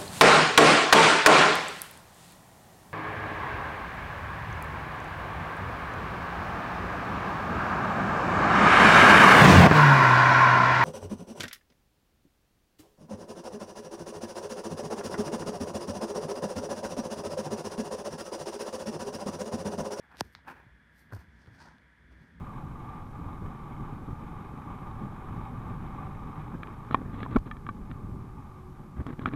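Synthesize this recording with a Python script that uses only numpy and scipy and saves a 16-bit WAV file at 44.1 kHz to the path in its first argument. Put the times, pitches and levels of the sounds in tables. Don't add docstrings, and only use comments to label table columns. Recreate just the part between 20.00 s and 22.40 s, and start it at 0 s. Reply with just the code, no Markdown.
import sys
import numpy as np
from scipy import signal
from scipy.fft import rfft, irfft
from scipy.io import wavfile

SR = 44100
rng = np.random.default_rng(int(sys.argv[2]) if len(sys.argv) > 2 else 0)


def log_audio(samples):
    frames = np.atleast_2d(samples).T
    limited = np.clip(frames, -1, 1)
    pcm = np.round(limited * 32767).astype(np.int16)
    wavfile.write(sys.argv[1], SR, pcm)


N = 105840
T = np.arange(N) / SR


def amp(db):
    return 10 ** (np.asarray(db) / 20)


def unit(x):
    return x / np.sqrt(np.mean(x ** 2) + 1e-20)


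def gains(colour, f):
    at, db = np.transpose(colour)
    return amp(np.interp(np.log(f + 1), np.log(at), db))


def tint(x, colour):
    f = np.fft.rfftfreq(N, 1 / SR)
    return unit(irfft(rfft(x) * gains(colour, f), N))


def noise(colour):
    return tint(rng.standard_normal(N), colour)


def background():
    # frequency_hz, relative_db
    hiss_colour = [(15, -53), (30, -24), (60, -0.5), (200, -6.5), (300, -12.5), (500, -10), (830, -14),
                   (960, -7.5), (1060, -12.5), (1300, -7.5), (1500, -4), (1650, 2), (1900, -2.5),
                   (2300, -8.5), (2600, -20), (3100, -17.5), (3400, -16.5), (3750, -23.5), (5000, -27.5),
                   (7500, -35), (9700, -33), (12000, -39.5), (14200, -41), (15000, -56)]
    # frequency_hz, rms_level_db
    tones = [(59.2, -78), (156.1, -76), (953, -85.5), (1626, -80.5), (1728, -80.5), (3332, -88),
             (3483, -88.5)]
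    hiss_db = -64.5
    hum = 0
    for hz, db in tones:
        phase_turns = rng.random()
        hum = hum + amp(db) * np.sqrt(2) * np.sin(2 * np.pi * (hz * T + phase_turns))
    return amp(hiss_db) * noise(hiss_colour) + hum


def hand_rumble():
    # time_s, rms_level_db
    grip = [(0, -71), (.15, -66), (.26, -56), (.32, -71), (.37, -60), (.44, -66), (.5, -61), (.62, -64),
            (.72, -63.5), (.85, -63), (.95, -67.5), (1.08, -59), (1.22, -58.5), (1.42, -62), (1.52, -57),
            (1.75, -60.5), (1.96, -68), (2.06, -59), (2.4, -57.5)]
    # frequency_hz, relative_db
    grip_colour = [(15, -55), (26, -33), (38, -23), (60, 4), (85, -2), (120, -8), (160, -5), (240, -7.5),
                   (320, -15), (480, -25.5), (1000, -39), (3000, -63)]
    level_db = np.interp(T, *np.transpose(grip))
    return noise(grip_colour) * amp(level_db)


def rubs():
    # peak_s, rise_s, fall_s, body_db, scrape_db, rasp_db, hiss_db, fizz_db
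    strokes = [(.038, 0.0081, 0.022, -73, -60.5, -81, -93, -85),
               (.122, .016, 0.024, -67, -54, -67.5, -81, -86),
               (.15, .01, 0.0064, -57.5, -55.5, -63.5, -80, -93),
               (0.205, 0.012, 0.0033, -53, -57, -54, -49, -59.5),
               (.25, 0.043, 0.044, -66, -75, -75, -72, -76),
               (0.334, .012, 0.018, -92, -79, -90, -77, -76.5),
               (.484, 0.0089, 0.022, -53, -41.5, -49, -66, -69),
               (.509, 0.012, 0.019, -50.5, -46.5, -53.5, -67.5, -69.5),
               (0.566, 0.024, 0.064, -61, -57, -63, -80, -85),
               (.995, 0.028, .04, -85, -75, -92, -71.5, -71.5),
               (1.125, 0.0042, 0.0045, -48.5, -46, -62, -68, -72),
               (1.135, 0.0054, 0.0062, -45, -48.5, -61.5, -63.5, -65.5),
               (1.15, 0.0055, 0.0061, -62, -61, -66, -61, -62.5),
               (1.163, 0.005, .008, -50, -52.5, -75, -65.5, -68),
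               (1.195, 0.023, 0.034, -64.5, -60, -66, -69.5, -74.5),
               (1.43, 0.082, 0.067, -70.5, -71.5, -78, -74.5, -93),
               (1.55, 0.025, .04, -65.5, -69, -71, -71.5, -84.5),
               (1.476, 0.0037, 0.016, -57, -62, -80, -92, -91),
               (1.606, .016, 0.056, -63, -55, -68, -62, -89),
               (1.656, 0.016, 0.057, -62.5, -54, -76, -69, -90),
               (2.125, 0.013, .02, -66.5, -67.5, -69.5, -78.5, -93),
               (2.22, 0.065, 0.098, -67, -72.5, -81, -80, -92)]
    # frequency_hz, relative_db
    body = [(60, -21), (150, 0), (340, -0.5), (520, -5.5), (800, -8), (1100, -18), (2500, -51)]
    # frequency_hz, relative_db
    scrape = [(150, -34), (450, -13.5), (700, -5.5), (830, 1.5), (970, 4), (1230, -5), (1450, 1.5),
              (1650, 1.5), (2100, -18.5), (3300, -31), (6000, -48), (16000, -59)]
    # frequency_hz, relative_db
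    rasp = [(700, -34), (1400, -1.5), (1750, 4), (2130, -8), (2400, 2), (2800, -8), (3400, -16),
            (5000, -28), (12000, -31)]
    # frequency_hz, relative_db
    hiss = [(500, -15), (2000, -7.5), (3500, -5.5), (4400, 0.5), (5000, -0.5), (6200, -4), (7300, -13.5),
            (9000, -12), (11500, -24.5), (16000, -37)]
    # frequency_hz, relative_db
    fizz = [(2000, -30), (5000, -28), (7000, -1.5), (9500, 5), (11000, 5), (13500, 8), (15000, -3),
            (16000, -16)]
    slips_per_s, slip_power_share = 1300, 0.53
    slip_spread_db = 3

    spread = np.minimum(rng.exponential(1, N), 3)
    sizes = (rng.random(N) < slips_per_s / SR) * amp(slip_spread_db * spread)
    out = np.zeros(N)
    for k, colour in enumerate([body, scrape, rasp, hiss, fizz]):
        power = np.zeros(N)
        for s, rise, fall, *levels in strokes:
            envelope = np.exp(-np.maximum((s - T) / rise, (T - s) / fall))
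            power += (amp(levels[k]) * envelope) ** 2
        slips = unit(sizes * rng.choice([-1, 1], N))
        smooth = rng.standard_normal(N)
        friction = np.sqrt(slip_power_share) * slips + np.sqrt(1 - slip_power_share) * smooth
        out += np.sqrt(power) * tint(friction, colour)
    return out


def blow(s, db, lag, colour, tilt_db=0):
    size, lead = 8192, 128
    lag_power, lag_offset_hz, direct_hz = 1.12, 16, 2580
    f = np.fft.rfftfreq(size, 1 / SR)
    octaves = np.log2(np.maximum(f, 500) / 1000)
    gain = gains(colour, f) * amp(tilt_db * octaves)
    delay = lag * (1e3 / (f + lag_offset_hz)) ** lag_power / (1 + (f / direct_hz) ** 4)
    turns = np.cumsum(delay) * f[1] + f * lead / SR
    pulse = irfft(gain * np.exp(-2j * np.pi * turns))
    pulse = pulse / abs(signal.hilbert(pulse)).max()
    return amp(db) * np.pad(pulse, (round(s * SR) - lead, N))[:N]


def ticks():
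    # time_s, peak_db, tilt_db_per_octave
    clicks = [(.1172, -49.5, -7), (.1582, -43, -10), (0.1707, -36.5, -3.5), (.1783, -45, -3),
              (.1836, -39, -2), (.1898, -53, -7), (.194, -43, -15), (.2005, -40, 3), (0.2103, -40, 3),
              (.2268, -53, 6), (.2503, -52, 3), (.3265, -56, 3), (.335, -60, -1), (.451, -48, -12.5),
              (0.4817, -42, -10), (1.1063, -46.5, -12), (1.1357, -61, -2), (1.1669, -51, -8),
              (1.4612, -46, -9.5), (1.4722, -51, -5.5), (1.784, -47, -8.5), (2.128, -58, -4)]
    # frequency_hz, relative_db
    tick_colour = [(200, -19.5), (1500, -3), (4500, 4), (7000, -11.5), (10000, -2), (14000, -8.5),
                   (16000, -27)]
    return sum(blow(s, db, 0, tick_colour, tilt) for s, db, tilt in clicks)


def knock():
    # time_s, peak_db, approximate_lag_at_1_khz_s
    strike = (.2083, -13, 0.001313)
    # frequency_hz, relative_db
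    knock_colour = [(15, -49), (35, -20), (65, -2), (110, 12), (180, 11.5), (400, 10.5), (560, 8),
                    (800, 14.5), (980, 13), (1150, 3), (1400, 3.5), (1700, 7), (2200, -9), (2600, -1.5),
                    (3700, -2.5), (5200, 3), (7200, -10), (9000, -8), (11700, -20.5), (13700, -14),
                    (16000, -27)]
    return blow(*strike, knock_colour)


def room(x):
    t60_s, gap_s = 0.19, .002
    t = T[:SR // 2]
    decay = np.exp(-np.log(1000) * t / t60_s)
    tail = rng.standard_normal(len(t)) * decay * (t > gap_s)
    return signal.fftconvolve(x, tail / np.linalg.norm(tail))[:N]


def tap():
    # time_s, direct_peak_db, approximate_lag_at_1_khz_s
    strike = (.3509, -30, 0.000488)
    # frequency_hz, relative_db
    tap_colour = [(50, -50), (300, -23), (700, -7), (1150, 1), (2000, 1.5), (2850, -13.5), (3800, -1.5),
                  (5000, -8), (7000, -23.5), (10000, -37), (13000, -30), (16000, -46)]
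    room_db = -10
    direct = blow(*strike, tap_colour)
    return direct + amp(room_db) * room(direct)


def bump(s, rise, hold, decay, hz, sag, db):
    t = np.maximum(T - s, 0)
    level = np.minimum(t / rise, 1) * np.exp(-np.maximum(t - rise - hold, 0) / decay)
    pitch_hz = (t > 0) * hz * 2 ** (-sag * t)
    return amp(db) * level * np.sin(2 * np.pi * np.cumsum(pitch_hz) / SR)


def bumps():
    # start_s, rise_s, hold_s, decay_time_s, pitch_hz, sag_octaves_per_s, level_db
    soft_bumps = [(1.1272, 0.0039, 0.035, 0.0062, 115, 9, -36),
                  (1.182, 0.0037, 0.0096, 0.018, 77, 7.5, -44.5),
                  (.665, 0.0021, 0.0043, 0.0094, 133, 13, -49.5),
                  (0.705, 0.0088, 0.035, 0.029, 61.5, 2, -56),
                  (1.479, 0.0016, 0.0077, 0.0066, 116, 3, -46.5),
                  (1.506, 0.0028, 0.0056, 0.016, 112, 1, -48.5), (1.73, 0.0055, 0.021, .02, 68.4, 0, -54.5),
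                  (2.038, .02, 0.13, .015, 58.7, 0, -55.5), (2.205, .004, .008, 0.0068, 129.3, -11, -47.5),
                  (2.35, .005, 0.036, .02, 170, 0.5, -53.5)]
    return sum(bump(*row) for row in soft_bumps)


def scene():
    mix = background() + hand_rumble() + rubs() + ticks() + knock() + tap() + bumps()
    return mix[None]


def record(dry):
    edge_hz = 16000
    low_pass = signal.firwin(255, edge_hz, window=("kaiser", 9), fs=SR)
    return signal.oaconvolve(dry, low_pass[None], "same")


dry = scene()
out = record(dry)
log_audio(out)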